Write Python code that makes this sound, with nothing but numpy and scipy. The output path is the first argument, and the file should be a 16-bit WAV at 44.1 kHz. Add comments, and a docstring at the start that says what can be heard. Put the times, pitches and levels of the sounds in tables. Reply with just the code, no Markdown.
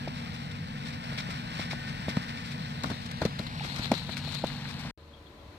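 """A sand riding arena: a horse canters round, hops a pole and passes close by. Each hoof knocks hollow,
thumps the ground and crunches in; stones grate, grit cracks and thrown sand sifts down on the left.
Wind rustles the trees to the right and an engine idles in the distance.
After a short silence the scene changes to a much quieter arena with far traffic, motors and a small bird."""
import sys
import numpy as np
from scipy import signal
from scipy.fft import rfft, irfft, next_fast_len
from scipy.io import wavfile
from scipy.ndimage import map_coordinates

SR = 44100
rng = np.random.default_rng(int(sys.argv[2]) if len(sys.argv) > 2 else 0)


def persist_wave(psi):
    """Save psi, clipped to +-1, as 16-bit WAV."""
    counts = np.round(np.clip(psi, -1, 1) * 32767).astype(np.int16)
    wavfile.write(sys.argv[1], SR, np.atleast_2d(counts).T)


N = 246062
TIME = np.arange(N) / SR

# Hoofbeats. 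Each row: time in seconds, clop level in dB, clop pitch in Hz, thump level in dB, thump in Hz.
HOOFBEATS = [(0.0765, -24, 590, -46, 213), (0.629, -48, 450, -42, 200), (1.125, -30.5, 536, -38, 170),
             (1.2915, -37, 450, -29, 182), (1.596, -27, 556, -31, 243), (1.7331, -26.5, 650, -36, 263),
             (2.0841, -21, 594, -24.5, 200), (2.1704, -24.5, 430, -14, 192), (2.843, -28.5, 447, -29, 244),
             (2.857, -37, 440, -28, 190), (2.873, -42, 440, -26, 138), (2.901, -37, 700, -29, 139),
             (2.9133, -36, 400, -23.5, 250), (3.2194, -14, 555, -23, 174), (3.232, -29, 800, -33, 150),
             (3.2548, -12, 417, -16, 207), (3.3988, -27.5, 474, -24.5, 215), (3.651, -34, 600, -48, 200),
             (3.793, -31.5, 450, -25.5, 125), (3.9184, -8.5, 664, -13.5, 252),
             (3.9338, -20.5, 580, -34, 263), (4.093, -29.5, 650, -31.5, 227), (4.277, -35, 606, -40, 178),
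             (4.4411, -13.5, 656, -24, 241), (4.852, -36, 700, -32, 173)]
# The hoof's hollow ring. Each row: pitch in Hz, level against the clop in dB, swell in seconds.
HOOF_MODES = [(343, -11, 0.0023), (695, -22, 0.0025)]
# The dull crunch of sand packing down. Each row: frequency in Hz, level in dB.
CRUNCH_EQ = [(30, -40), (70, 7.5), (130, -12), (280, 3.5), (450, -9), (650, -7), (1050, -12.5),
             (1350, -13.5), (3000, -35), (6000, -46.5), (12000, -47)]
# Weight on the crunch, greatest as the jump lands. Each row: time in seconds, boost in dB.
CRUNCH_WEIGHT = [(2.75, 7), (2.84, 8), (2.93, 19.5), (3.05, 10.5)]

def hooves():
    """Each sole lands with one pulse; hoof and ground ring, and the sand crunches under the weight."""
    clop_cycles, crunch_db, crunch_db_per_clop_db = 0.57, -33, 0.53
    knocks, crush = np.zeros(N), np.zeros(N)
    lead_s = .01
    t = np.arange(SR // 6) / SR - lead_s
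    crush_shape_db = -60 * np.abs(t) / np.where(t < 0, .025, .064)  # quick attack, longer tail
    for s, db, clop_hz, thump_db, thump_hz in HOOFBEATS:
        pulse = np.cos(2 * np.pi * clop_hz * t) * np.exp(-(clop_hz * t / clop_cycles) ** 2)
        hollow = sum(amp(level) * ring(t, hz, swell, order=1) for hz, level, swell in HOOF_MODES)
        thump = amp(thump_db) * ring(t, thump_hz, swell_s=0.0023, order=1)
        add(knocks, s - lead_s, amp(db) * (pulse + hollow) + thump)
        add(crush, s - lead_s, amp(crunch_db_per_clop_db * db + crush_shape_db))
    crunch = amp(curve(CRUNCH_WEIGHT) + crunch_db) * crush * coloured(rng.standard_normal(N), CRUNCH_EQ)
    cushioned = filtered(knocks, lambda hz: 1 / np.sqrt(1 + (hz / 1100) ** 14))  # sand softens the blow
    return (cushioned + crunch) * amp([[-.4], [-.7]])


# Small stones under a hoof. Each row: start in seconds, relative peak in dB, pitch in Hz.
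STONE_HITS = [(2.1692, -35.5, 1120), (2.837, -43, 990), (2.843, -29.5, 1330), (2.901, -40, 1350),
              (2.915, -41, 1500), (3.115, -44, 1690), (3.22, -35, 1400), (3.393, -46, 1050),
              (3.465, -47, 1120), (3.596, -40, 2300), (3.9177, -33.5, 2250), (4.0915, -42.5, 1650),
              (4.169, -37.5, 1820), (4.501, -41.5, 1690), (4.654, -40, 1780)]

def stones():
    """A struck stone grates for a few milliseconds against its neighbours."""
    out, t = np.zeros((2, N)), np.arange(SR // 25) / SR
    for s, db, hz in STONE_HITS:
        contacts = rng.standard_normal((2, len(t))) * amp(-60 * t / .024)
        grate = signal.fftconvolve(contacts, ring(t, hz, swell_s=0.76 / hz)[None], axes=1)
        add(out, s, amp(db + 9.0) * grate / np.abs(grate).max(axis=1, keepdims=True))
    return out


# Coarse grit cracking under a hoof. Each row: start in seconds, relative peak in dB.
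GRIT_CRACKS = [(2.836, -19.5), (3.061, -38), (3.115, -32), (3.2162, -29), (3.244, -40), (3.252, -24),
               (3.393, -26.5), (3.64, -43), (3.76, -26), (3.9177, -22), (3.98, -45), (4.122, -37),
               (4.169, -26.5), (4.3467, -25), (4.348, -30), (4.469, -28), (4.741, -34), (4.793, -37)]
# Their bright snap. Each row: frequency in Hz, level in dB.
CRACK_EQ = [(600, -29), (2000, -26), (3200, -24), (4200, 17), (5000, -6), (6200, 2.5), (8500, -4),
            (12000, -7.5), (15500, -20)]

def cracks():
    """Grit gives way at once, in a quickly fading cluster of sharp clicks."""
    out, t = np.zeros((2, N)), np.arange(SR // 25) / SR
    colour = amp(along(CRACK_EQ, np.fft.rfftfreq(2 * len(t), 1 / SR)))
    decay_s = 0.016
    for s, db in GRIT_CRACKS:
        clicks = rng.standard_normal((2, len(t))) ** 3 * amp(-60 * t / decay_s)
        burst = irfft(rfft(clicks, 2 * len(t)) * colour)[:, :len(t)]
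        add(out, s, amp(db - 2.0) * burst / np.abs(burst).max(axis=1, keepdims=True))
    return out


# Hooves dragging or digging in. Each row: start in seconds, relative level in dB, swell in seconds.
SCUFFS = [(0.14, -58.5, 0.038), (0.328, -55, 0.019), (0.508, -52, 0.008), (0.845, -51, 0.027),
          (0.925, -55, 0.013), (1.025, -56, 0.017), (1.168, -46, 0.02), (1.297, -48, 0.012),
          (1.52, -55, 0.032), (1.583, -47, 0.029), (1.696, -46.5, 0.016), (1.86, -54, 0.026),
          (2.078, -47.5, 0.017), (2.167, -48.5, 0.0027), (2.214, -52.5, 0.017), (2.277, -52.5, 0.015),
          (2.355, -54.5, 0.028), (2.42, -55, 0.04), (2.503, -52, 0.017), (2.835, -46, 0.0039),
          (2.842, -55.5, 0.033), (2.896, -49, 0.0066), (3.052, -53, 0.0092), (3.11, -51.5, 0.0037),
          (3.214, -52.5, 0.005), (3.25, -42.5, 0.0028), (3.39, -52.5, 0.0016), (3.462, -70, 0.0058),
          (3.635, -48.5, 0.013), (3.755, -50, 0.0097), (3.775, -52.5, .014), (3.915, -38, 0.0022),
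          (3.934, -56, 0.018), (3.976, -46.5, 0.0033), (4.164, -47.5, 0.012), (4.308, -52, 0.013),
          (4.341, -48, 0.0043), (4.465, -62, 0.0035), (4.682, -52.5, 0.017), (4.788, -56.5, 0.015)]

def sand_flow():
    """How much sand is moving: a swell for each scuff, each landing and the light shuffles in between."""
    kick_db, kick_db_per_clop_db, kick_swell_s = -47.5, 0.34, 0.0051
    shuffles_per_s, shuffle_db, shuffle_swell_s = 4.1, -63.5, 0.036
    kicks = [(s, kick_db + kick_db_per_clop_db * db, kick_swell_s) for s, db, *_ in HOOFBEATS]
    shuffle_times = (np.arange(64) + rng.random(64)) / shuffles_per_s
    shuffles = [(s, shuffle_db, shuffle_swell_s) for s in shuffle_times]
    clumps = unit(amp(2.5 * np.tanh(wobble(per_second=150))))  # sand gives way in small uneven slips
    return clumps * swells(SCUFFS + kicks + shuffles)


# Bright grain collisions. Each row: frequency in Hz, level in dB.
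COLLISION_EQ = [(200, 14.5), (700, 11.5), (1500, 20), (2300, -36), (3200, 15), (4300, 7.5), (5600, 13),
                (6700, 9.5), (8300, 14), (10300, 0), (12000, 2), (15500, -16)]
# The rasp of shearing sand. Each row: frequency in Hz, level in dB.
RASP_EQ = [(400, -35.5), (1000, -1), (1600, 2.5), (2250, 10.5), (3100, -0.5), (3750, 5.5), (4600, 0),
           (5500, 3), (6500, -20), (12000, -41)]

def scuffs(flow, close):
    """Moving grains collide and shear; as close goes from 0 to 1 the rasp gets softer and wider."""
    collisions = coloured(grains(per_second=8000, spread_db=4.0), COLLISION_EQ)
    far_rasp = amp(7) * from_afar(grains(per_second=3300, spread_db=-3.5)[0], RASP_EQ, around_db=-2)
    close_rasp = amp(-0.5) * coloured(rng.standard_normal((2, N)), RASP_EQ)
    return flow * (amp(0.75 + 0.5 * close) * collisions + (1 - close) * far_rasp + close * close_rasp)


# Handfuls of thrown sand. 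Each row: start in seconds, level in dB, swell in seconds.
SAND_THROWS = [(3.385, -43, 0.0067), (3.462, -43, 0.007), (3.66, -44, 0.054), (3.818, -39, 0.027),
               (3.925, -39.5, 0.023), (4.114, -41, 0.0059), (4.228, -48.5, 0.02), (4.31, -49, 0.041),
               (4.455, -42.5, 0.016)]
PASS_S, PASS_M, SPEED_M_PER_S = 4.12, 2.23, 5.3  # the horse at its nearest point

def spray_level():
    """Sifting sand grows as the horse passes and surges with each thrown handful."""
    nearest_db, far_db = -46.5, -59
    nearness = PASS_M / np.hypot(PASS_M, SPEED_M_PER_S * (TIME - PASS_S))
    spurts = amp(1.9 * wobble(per_second=18))  # the sand falls unevenly
    trickle = np.hypot(amp(nearest_db) * nearness, amp(far_db)) * spurts
    return np.hypot(trickle, swells(SAND_THROWS))


# The fine hiss of sifting sand. Each row: frequency in Hz, level in dB.
HISS_EQ = [(1200, -40), (2000, -4), (2400, -4), (3200, -4.5), (3800, 3), (4250, 4.5), (4800, -9),
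           (5600, -17), (8200, -5), (10000, -21.5), (12000, -16.5), (15500, -51)]
# The dry tick of coarse grains. Each row: frequency in Hz, level in dB.
GRIT_EQ = [(1500, 9), (3000, 5), (4500, 3), (6300, -1.5), (8500, -17), (12000, -17), (15500, -14.5)]

def sand():
    """Hooves scuff the sand and throw it up to hiss down on the left; single coarse grains tick in both."""
    close_s, closing_s, close_left_db = 2.55, 0.17, 7.5  # the horse comes close, on the left
    close = .5 + .5 * np.tanh((TIME - close_s) / closing_s)
    flow = sand_flow() * amp(np.outer([1, 0], close_left_db * close))
    scuffing = scuffs(flow, close)
    spray = spray_level()
    sifting = spray * coloured(grains(per_second=8500, spread_db=-2.0), HISS_EQ) * amp([[0], [-19]])
    tick_level = spray * amp([[-8], [-13]]) + amp(-5.5) * flow
    ticks = tick_level * coloured(grains(per_second=250, spread_db=-4.5), GRIT_EQ)
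    return scuffing + sifting + ticks


def flung_grit():
    """Large grains flung by the passing hooves land one by one, each with a dry tick."""
    per_second, spread_db, decay_s = 68, 0.5, .003
    hits = rng.random(N) < per_second / SR
    sizes = hits * amp(spread_db * rng.standard_normal((2, N)))
    t = np.arange(SR // 100) / SR
    envelopes = signal.fftconvolve(sizes, amp(-60 * t / decay_s)[None], axes=1)[:, :N]
    around_pass = np.interp(TIME - PASS_S, [-.5, -.2, .5, 1], [0, 1, 1, .5])
    return amp(-56.5) * around_pass * coloured(envelopes * rng.standard_normal((2, N)), GRIT_EQ)


# Creaks, perhaps saddle leather. Each row: start in seconds, level in dB, pitch in Hz, swell in seconds.
CREAKS = [(0.269, -48, 1245, 0.006), (3.607, -34, 826, 0.0036)]

def creaks():
    """Each creak is one narrow resonance that swells and fades."""
    out, t = np.zeros(N), np.arange(SR // 10) / SR
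    for s, db, hz, swell in CREAKS:
        add(out, s, amp(db) * ring(t, hz, swell))
    return out


# The rise and fall of the wind. Each row: time in seconds, relative level in dB.
GUSTS = [(0.0, -48), (0.3, -46.5), (0.65, -50), (1.1, -46), (1.75, -44.5), (2.15, -46.5), (2.5, -47.5),
         (2.75, -47.5), (3.45, -48), (3.75, -46.5), (4.05, -51.5), (4.8, -49.5)]
# The rustle of leaves. Each row: frequency in Hz, level in dB.
LEAF_EQ = [(450, -2.5), (900, 6.5), (1200, 0.5), (1550, 3), (2300, 0), (3100, -4), (3700, -7), (4400, -7.5),
           (5500, -7.5), (6300, -17.5), (8300, -13.5), (10500, -25.5), (12000, -24), (15000, -32.5)]

def trees():
    """Countless leaf clicks merge into a rush in the wind, from the right and from all around."""
    leaves = from_afar(grains(per_second=14000, spread_db=3.0)[0], LEAF_EQ, around_db=-7.0)
    rush = filtered(leaves, lambda hz: hz ** 2 / (hz ** 2 + 200 ** 2))
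    flutter_db = .8 * wobble(12)
    return amp(curve(GUSTS) + 2.0 + flutter_db) * rush


# The engine's hum. Each row: multiple of the idle rate, relative level in dB.
ENGINE_ORDERS = [(2, -19), (4, -8), (5, -4), (6, 0), (10, -2.5)]
# Its low rumble. Each row: frequency in Hz, level in dB.
RUMBLE_EQ = [(15, -41), (28, -13), (42, -4), (60, -9.5), (85, 1.5), (120, -4), (155, 6.5), (200, -0.5),
             (265, -5.5), (310, -16), (370, -32), (480, -14), (600, -28), (1200, -60)]
# Its faint whine. Each row: pitch in Hz, relative level in dB.
WHINE_TONES = [(1497, -55.5), (1626, -87), (1744, -59), (1820, -54), (1981, -59.5)]

def engine():
    """A distant idling engine: low orders over a throbbing rumble, and a fuzzy whine that comes and goes."""
    idle_hz = 23.57
    cycles = np.cumsum(idle_hz * (1 + 0.003726 * wobble(3.143))) / SR
    hum = unit(sum(amp(db + 1.15 * wobble(4.45)) * np.sin(2 * np.pi * (order * cycles + rng.random()))
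                   for order, db in ENGINE_ORDERS))
    rumble = coloured(rng.standard_normal(N) + amp(-8.5) * rng.standard_normal((2, N)), RUMBLE_EQ)
    whine_level = amp(curve([(0, -17), (1.3, -8), (1.8, -1), (2.6, -5), (3.1, -20)]))
    whine = whine_level * tones(WHINE_TONES, drift_hz=9, flutter_db=1.5, drifts_per_s=60)
    level = amp(curve([(2.8, -40), (7.9, -42)]))  # eases off as the listener turns away
    return level * (amp(-3.0) * hum + amp(-1) * rumble) + whine


# The roar of far roads. Each row: frequency in Hz, level in dB.
TRAFFIC_EQ = [(12, -50), (20, -14), (42, -4.5), (58, -6), (74, 1.5), (98, -2.5), (130, -11), (250, -10.5),
              (400, -10.5), (480, -20), (570, -8.5), (700, -14.5), (1100, -14.5), (15500, -44.5)]

def far_traffic():
    """Traffic slowly swells, centred in the bass and wide above, with a faint hiss on the left."""
    centre = filtered(rng.standard_normal(N), lambda hz: 1 / (1 + (hz / 900) ** 2))
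    wide = filtered(rng.standard_normal((2, N)), lambda hz: hz / (hz + 700))
    roar = amp(curve([(4.98, -56), (5.25, -53), (5.58, -51)])) * coloured(centre + wide, TRAFFIC_EQ)
    hiss = coloured(rng.standard_normal((2, N)), HISS_EQ) * amp([[-68], [-80]])
    return roar + hiss


# A far bird's chirps. Each row: start in seconds, relative level in dB.
CHIRPS = [(5.127, -49), (5.16, -54), (5.255, -50), (5.38, -54)]

def bird():
    """Each chirp arches up to its top pitch and wavers; the hedge blurs it with a short echo."""
    chirp_s, top_hz, arch_hz, waver_hz, echo_s = 0.024, 3400, 300, 110, 0.063
    song, progress = np.zeros(N), np.linspace(0, 1, round(chirp_s * SR))
    for s, db in CHIRPS:
        pitch = top_hz - arch_hz * (2 * progress - 1) ** 2 + waver_hz * wobble(430)[:len(progress)]
        add(song, s, amp(db) * np.sin(np.pi * progress) * np.sin(2 * np.pi * np.cumsum(pitch) / SR))
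    echo = rng.standard_normal((2, SR // 6)) * amp(-60 * np.arange(SR // 6) / SR / echo_s)
    return .5 * signal.fftconvolve(song[None], echo / np.linalg.norm(echo[0]), axes=1)[:, :N]


# The drone behind the quiet arena. Each row: pitch in Hz, relative level in dB.
MOTOR_TONES = [(74, -52.5), (148, -61.5), (221.4, -65), (295, -63), (462.4, -62), (558.5, -64), (632, -76),
               (1008, -67)]

def far_motors():
    """Distant motors hold a bed of slightly unsteady tones."""
    return amp(-4.0) * tones(MOTOR_TONES, drift_hz=2.54, flutter_db=1.0, drifts_per_s=14)


# Far sounds shift as the listener turns. Each row: time in seconds, lag of the left side in seconds.
LEFT_LAG = [(0, .0005), (2.8, .0005), (3.35, .00043), (3.7, .00031), (3.87, .00024), (4.2, 0),
            (4.7, -.0001)]

def from_afar(x, spectrum, around_db):
    """A far sound: x arrives from one direction, with noise of the same colour from all around."""
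    direct = coloured(x, spectrum)
    left = map_coordinates(direct, [(TIME - curve(LEFT_LAG)) * SR])
    around = amp(around_db) * coloured(rng.standard_normal((2, N)), spectrum)
    return unit(np.array([left, direct]) + around)


def ring(t, hz, swell_s, order=2):
    """A damped resonance, softly struck at t = 0 and loudest at swell_s; a lower order rings longer."""
    u = np.maximum(t, 0) / swell_s
    return np.sin(2 * np.pi * hz * t) * (u * np.exp(1 - u)) ** order


def swells(rows):
    """The joint level of (s, dB, swell s) surges, each peaking after its swell time and dying away."""
    power, t = np.zeros(N), np.arange(SR // 4) / SR
    for s, db, swell in rows:
        u = t / max(swell, .0005)
        add(power, s, (amp(db) * (u * np.exp(1 - u)) ** 2) ** 2)
    return np.sqrt(power)


def grains(per_second, spread_db):
    """Two unrelated streams of tiny clicks of uneven size."""
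    present = rng.random((2, N)) < per_second / SR
    return present * rng.standard_normal((2, N)) * amp(spread_db * rng.standard_normal((2, N)))


def tones(lines, drift_hz, flutter_db, drifts_per_s):
    """(Hz, dB) tones that wander in pitch and flutter in level."""
    out = np.zeros(N)
    for hz, db in lines:
        phase = 2 * np.pi * np.cumsum(hz + drift_hz * wobble(drifts_per_s)) / SR
        out += np.sqrt(2) * amp(db + flutter_db * wobble(8.0)) * np.sin(phase)
    return out


def wobble(per_second):
    """A curve gliding between random values."""
    knots = rng.standard_normal(int(N * per_second / SR) + 4)
    return 1.28 * np.interp(TIME * per_second, np.arange(len(knots)), knots)


def coloured(x, spectrum):
    """x through a (Hz, dB) EQ, at rms 1."""
    return unit(filtered(x, lambda hz: amp(along(spectrum, hz))))


def filtered(x, response):
    """x through a gain that depends on frequency."""
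    size = next_fast_len(N + 8192)
    return irfft(rfft(x, size) * response(np.fft.rfftfreq(size, 1 / SR)), size)[..., :N]


def along(points, hz):
    """(Hz, dB) points joined on a log frequency axis."""
    points_hz, db = np.transpose(points)
    return np.interp(np.log(hz + 1), np.log(points_hz + 1), db)


def curve(rows):
    """(s, value) rows as one value per sample."""
    return np.interp(TIME, *np.transpose(rows))


def add(track, s, sound):
    """Mix a sound into a track from time s."""
    part = track[..., round(s * SR):][..., :sound.shape[-1]]
    part += sound[..., :part.shape[-1]]


def amp(db):
    return 10 ** (np.asarray(db) / 20)


def unit(x):
    return x / np.sqrt(np.mean(x ** 2) + 1e-20)


def scene():
    """The horse's arena, a short silence, then the quiet arena."""
    horse_ends_s, quiet_starts_s = 4.91, 4.976
    horse_arena = hooves() + stones() + cracks() + creaks() + sand() + flung_grit() + trees() + engine()
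    quiet_arena = far_traffic() + bird() + far_motors()
    return horse_arena * (TIME < horse_ends_s) + quiet_arena * (TIME > quiet_starts_s)


# The colour of the left channel. Each row: frequency in Hz, gain over the right in dB.
LEFT_EQ = [(60, 1.5), (110, 0.5), (200, 1.5), (380, 2), (700, 1.5), (1290, 2), (2380, 4.5), (4400, 7),
           (8120, -6), (15000, 2)]

def record(dry):
    """Colour the left channel and cut the deepest bass and the highest treble."""
    low_cut_hz, high_cut_hz = 30, 15500
    dry = signal.sosfilt(signal.butter(2, low_cut_hz, "highpass", fs=SR, output="sos"), dry)
    return filtered(dry, lambda hz: np.array([amp(along(LEFT_EQ, hz)), np.ones_like(hz)]) * (hz < high_cut_hz))


dry = scene()
out = record(dry)
persist_wave(out)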